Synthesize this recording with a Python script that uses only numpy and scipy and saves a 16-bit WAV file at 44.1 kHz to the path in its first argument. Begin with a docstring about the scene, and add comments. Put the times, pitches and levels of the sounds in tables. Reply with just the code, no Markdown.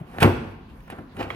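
"""Tool-chest drawer slammed in a garage

A hand shoves a steel drawer shut: it rolls, passes its catch and slams; the panels boom into the garage.
Then fingers grip the next handle, the drawer breaks free, rolls and clicks, over a low room hum.
Grains and knocks of force drive dense steel bursts and panel modes; ping, click and push are added sines.
Filtered noise makes echo and hum; two microphone ports hear the chest at different level and phase."""
import sys
import numpy as np
from scipy import signal
from scipy.fft import rfft, irfft
from scipy.io import wavfile
from scipy.ndimage import uniform_filter1d

SR = 44100
rng = np.random.default_rng(int(sys.argv[2]) if len(sys.argv) > 2 else 0)


def unload_wav(signal):
    """Save mono or channel-first audio to the path in sys.argv[1] as 16-bit WAV at rate SR, clipped to [-1, 1]."""
    wavfile.write(
        sys.argv[1],
        SR,
        np.round(np.clip(np.atleast_2d(signal).T, -1, 1) * 32767).astype(np.int16),
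    )


def amplitude_ratio(level_db):
    """Convert a level in decibels to the matching linear amplitude (field) ratio."""
    exponent = np.asarray(level_db, float) / 20
    return 10 ** exponent


N = 59535
T = np.arange(N) / SR
OPPOSITE = np.array([[1], [-1]])  # signs of the side signal at left and right


def table(rows, hz):
    """Read (frequency [Hz], value) points on a log-frequency axis."""
    rows = np.array(rows, float)
    return np.interp(np.log(np.maximum(hz, 1)), np.log(np.maximum(rows[:, 0], 1)), rows[:, 1])


def unit(x):
    """Scale to unit energy."""
    return x / np.sqrt(np.sum(x ** 2))


def fade(t60_s, t_s):
    """Exponential decay, 60 dB down after t60_s."""
    return np.exp(-np.log(1000) * t_s / t60_s)


def highpass(x, order, cutoff_hz):
    """Butterworth high-pass."""
    return signal.sosfilt(signal.butter(order, cutoff_hz, "high", fs=SR, output="sos"), x)


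def ring(modes, size=16384):
    """Sum of decaying sines; modes: (frequency [Hz], level [dB], T60 [s])."""
    t = T[:size]
    return sum(amplitude_ratio(db) * np.sin(2 * np.pi * hz * t) * fade(t60_s, t) for hz, db, t60_s in modes)


def bands():
    """Half-octave-spaced bands of two noises: centre [Hz], mid, side."""
    hz = np.fft.rfftfreq(N, 1 / SR)
    spectra = rfft(rng.standard_normal((2, N)))
    for centre_hz in 22 * 2 ** np.arange(0, 10, 0.5):
        octaves = np.log2(np.maximum(hz, 1) / centre_hz)
        window = np.cos(np.pi * np.clip(octaves, -0.5, 0.5)) ** 2
        mid, side = irfft(spectra * window, N)
        yield centre_hz, mid, side


def pair(hz, mid, side):
    """Mix left and right so that they correlate as a diffuse room field does."""
    # (frequency [Hz], left-right correlation)
    likeness = [(60, 0.94), (250, 0.97), (700, 0.37), (1500, 0.08), (12000, 0.026)]
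    c = np.clip(table(likeness, hz), 0, 1)
    return np.sqrt(1 + c) * mid + np.sqrt(1 - c) * side * OPPOSITE


def rolling():
    """Rolling and rubbing on the runners: sparse random bearing grains into body, boom, clang and tick."""
    # each: (time [s], body level [dB], boom, clang, tick [dB re body])
    shut = [(0.0, -48, -3, -6, -16), (0.042, -51, 8, -31, -40), (0.072, -53, -1, -6.5, -16.5),
            (0.19, -36.5, 2.5, -12.5, -20.5), (0.2, -49.5, 7, 13, -6), (0.226, -8.5, -21, -11.5, -25.5),
            (0.256, -19, 11, -8.5, -37), (0.31, -32, 10.5, -34, -54)]
    grip = [(0.64, -77, 1, -11, -23), (0.7, -61, 9, 6.5, -13), (0.764, -53.5, -4, -24, -24),
            (0.858, -64, 12.5, 1, -12), (0.895, -52.5, -11, -3.5, -29), (0.926, -37.5, 4.5, -5, -46),
            (0.963, -45.5, -11.5, -43, -22), (0.996, -48.5, 15, -36, -44), (1.08, -67, 15, -23, -25)]
    pull = [(1.09, -59, 0, -33, -34), (1.116, -57, 3, -7, -27), (1.163, -46, 1, -11.5, -13.5),
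            (1.201, -30.5, 5, -4.5, -35), (1.241, -35, 0, -4.5, -26), (1.264, -36.5, 5.5, -17, -42),
            (1.296, -46, 2, -4, -19), (1.305, -38.5, 8, -1.5, -24), (1.318, -39, -5, -31, -47),
            (1.35, -46.5, 11.5, 5, -39)]
    grains_per_s, mean_grain_boost_db = 6000, 2
    grains = rng.standard_normal((4, N)) * amplitude_ratio(mean_grain_boost_db * rng.exponential(size=N))
    grains *= rng.random(N) < grains_per_s / SR
    grains /= grains.std()
    force = np.zeros((4, N))
    for rows in (shut, grip, pull):
        time_s, body_db, *relative_db = np.array(rows).T
        level_db = np.interp(T, time_s, body_db, -150, -150)  # silent outside the phase
        offset_db = np.array([0 * T] + [np.interp(T, time_s, column) for column in relative_db])
        force += grains * amplitude_ratio(level_db + offset_db)
    return force


def dense(colour, decay_s, size=2048):
    """Sheet-steel modes merged into a decaying noise burst, repeatedly restored to an even colour."""
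    gain = amplitude_ratio(table(colour, np.fft.rfftfreq(size, 1 / SR)))
    burst = rng.standard_normal(size)
    for _ in range(6):
        phase = np.angle(rfft(burst * fade(decay_s, T[:size])))
        burst = irfft(gain * np.exp(1j * phase), size)
    return unit(burst * fade(2 * decay_s, T[:size]))


def steelwork(body, clang, tick):
    """Body, bracket and small-part forces ring fresh dense bursts."""
    # dense-mode spectra of body, brackets, small parts: (frequency [Hz], relative level [dB per Hz])
    body_colour = [(150, -43), (300, -6.5), (750, -0.5), (990, -8), (1320, -5.5), (2000, -14),
                   (2600, -28.5), (4400, -48)]
    clang_colour = [(1100, -10), (1800, -4.5), (3000, -7), (3600, -15.5), (4600, -18.5), (6000, -27),
                    (7500, -34.5)]
    tick_colour = [(3000, -25), (6000, -2), (7500, -1.5), (10300, 4.5), (12800, 3.5), (16200, -18)]
    parts = ((body, body_colour, 0.053), (clang, clang_colour, 0.026), (tick, tick_colour, 0.017))  # decay_s
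    return sum(signal.fftconvolve(force, dense(colour, decay_s))[:N] for force, colour, decay_s in parts)


def panels(boom):
    """The boom force rings the low modes of the panels."""
    # panel modes before the high-pass: (frequency [Hz], relative level [dB], T60 [s])
    modes = [(82, -42, 0.082), (104.9, -2, 0.22), (145, 2.5, 0.066), (171, -14.5, 0.12), (215, -14.5, 0.17),
             (256.6, 4.5, 0.0414), (310.7, -0.5, 0.036), (365, 0, 0.053), (495, -11.5, 0.12)]
    response = unit(highpass(ring(modes), 3, 84))
    return signal.fftconvolve(boom, response)[:N]


def garage(x):
    """Diffuse echo: band noises build up and die at their own rates, the highest fastest."""
    # (frequency [Hz], T60 [s])
    room_t60 = [(60, 0.95), (300, 0.78), (1500, 0.81), (5000, 0.74), (12000, 0.37)]
    echo_db, build_s = -11.5, 0.0031
    h = sum(pair(hz, mid, side) * fade(table(room_t60, hz), T) for hz, mid, side in bands())
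    h *= 1 - np.exp(-T / build_s)
    return amplitude_ratio(echo_db) * signal.fftconvolve(x[None], unit(h) * np.sqrt(2), axes=1)[:, :N]


def hum():
    """Low room noise whose bands waver independently in level."""
    # (frequency [Hz], relative level [dB per Hz])
    colour = [(20, -6), (40, 5), (102, -10), (163, -11), (205, 10.5), (278, -16), (600, -32.5), (900, -19),
              (1300, -24.5), (2340, -33), (4500, -41.5), (7500, -54), (11500, -48.5), (16200, -50)]
    rms_db, waver_db, hold = -40.5, 4, 3000  # hold in samples
    out = 0
    for hz, mid, side in bands():
        steps = np.repeat(rng.standard_normal(N // hold + 1), hold)[:N]
        waver = uniform_filter1d(steps, size=hold)
        out = out + amplitude_ratio(table(colour, hz) + waver_db * waver) * pair(hz, mid, side)
    return amplitude_ratio(rms_db) * out / out.std()


def hand_push():
    """Soft push of the hand on the drawer front: low sines under one smooth swell."""
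    # (frequency [Hz], level before gain_db [dB])
    tones = [(156, 3.5), (345, -13.5), (610, -17.5)]
    start_s, length_s, gain_db = 0.0043, 0.024, -26.5
    swell = np.sin(np.pi * np.clip((T - start_s) / length_s, 0, 1)) ** 2
    return amplitude_ratio(gain_db) * swell * sum(amplitude_ratio(db) * np.sin(2 * np.pi * hz * T) for hz, db in tones)


def knocks():
    """Steel on steel: decaying random-sign chatter, but a smooth decaying push into the panels."""
    # (time [s], decay constant [s], body, boom, clang, tick energy [dB])
    hits = [(0.1844, 0.00056, -3.5, -41.5, -9, -49), (0.203, 0.017, -39, -6.5, 2, -9.5),
            (0.222, 0.0066, -20, 6, -14, -34), (0.228, 0.0052, 11, 0.5, 12.5, -0.5),
            (.245, 0.0016, 12, 6, -27, -38), (0.2605, .002, -4, -7, -7, -29),
            (0.2755, 0.00067, 2, -9.5, -34, -38), (0.803, 0.0092, -46, -49, -29, -46),
            (0.878, 0.0054, -20, -54, -27, -44), (0.8999, 0.00047, -15, -35, -28, -34),
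            (0.901, 0.008, -21, -22.5, -12.5, -23.5), (0.984, 0.0071, -9, -19, -31, -42),
            (1.167, 0.0031, -17, -23, -17, -34.5), (1.192, 0.0008, -23, -15.5, -45, -50),
            (1.205, 0.009, -0.5, -28, -17, -41), (1.2097, 0.0008, -23, -15.5, -14, -48),
            (1.227, 0.0035, -11.5, -14, -10.5, -43), (1.303, 0.03, -18, -29, -9, -46)]
    chatter = np.sign(rng.standard_normal(N))
    force = np.zeros((4, N))
    for start_s, decay_s, *energy_db in hits:
        shape = (T >= start_s) * np.exp(-np.maximum(T - start_s, 0) / decay_s)
        pulses = np.array([unit(shape * texture) for texture in (chatter, 1, chatter, chatter)])
        force += amplitude_ratio(np.array(energy_db))[:, None] * pulses
    return force


def struck(start_s, gain_db, modes):
    """Modes ring from start_s, their onset softened by the contact."""
    contact_s = 0.0006
    start = int(start_s * SR)
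    h = ring(modes)[:N - start]
    out = np.zeros(N)
    out[start:start + len(h)] = amplitude_ratio(gain_db) * h * (1 - np.exp(-T[:len(h)] / contact_s))
    return out


def ping():
    """A small hard part rings on after the slam: one high decaying mode."""
    return struck(0.229, -44, [(12270, 0, 0.36)])


def latch():
    """Click of the second drawer: a few short modes."""
    # (frequency [Hz], level before the gain [dB], T60 [s])
    modes = [(1200, 10, 0.015), (1600, -24, 0.033), (1976, 3.5, 0.03), (2144, 9, 0.017), (3260, -3, 0.032)]
    return struck(1.3032, -24.5, modes)


def chest():
    """All chest sound, plus the part of the steel ring that differs between the ports."""
    width_db = -11
    body, boom, clang, tick = rolling() + knocks()
    mid = steelwork(body, clang, tick) + panels(boom) + hand_push() + ping() + latch()
    return mid, amplitude_ratio(width_db) * steelwork(body, clang, tick)


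def ports(x):
    """Direct sound reaches the left port first; each port has its own colour."""
    # (frequency [Hz], left minus right level [dB])
    difference = [(60, 0.5), (200, 3), (380, 2), (700, 2.5), (1290, -4), (2380, -6.5), (4400, -2),
                  (8120, 2), (15000, 7.5)]
    lag_s, knee_hz = 0.00021, 1115  # above the knee the phase difference stops growing
    hz = np.fft.rfftfreq(2 * N, 1 / SR)
    half = amplitude_ratio(table(difference, hz) / 2) * np.exp(1j * np.pi * np.minimum(hz, knee_hz) * lag_s)
    return irfft(rfft(x, 2 * N) * np.array([half, 1 / half]), 2 * N)[:, :N]


def scene():
    """Direct sound at both ports, wide steel ring, garage echo and hum."""
    mid, side = chest()
    return ports(mid) + side * OPPOSITE + garage(mid) + hum()


def top_cut(x):
    """Nothing passes above the cut-off."""
    return signal.sosfilt(signal.butter(12, 16320, fs=SR, output="sos"), x)


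def record(dry):
    """The microphone trims both ends of the band; tanh rounds the peaks."""
    x = highpass(dry, 2, 55)
    x = signal.sosfilt(signal.butter(8, 15400, fs=SR, output="sos"), x)
    return top_cut(np.tanh(0.46 * x) / 0.67)


dry = scene()
out = record(dry)
unload_wav(out)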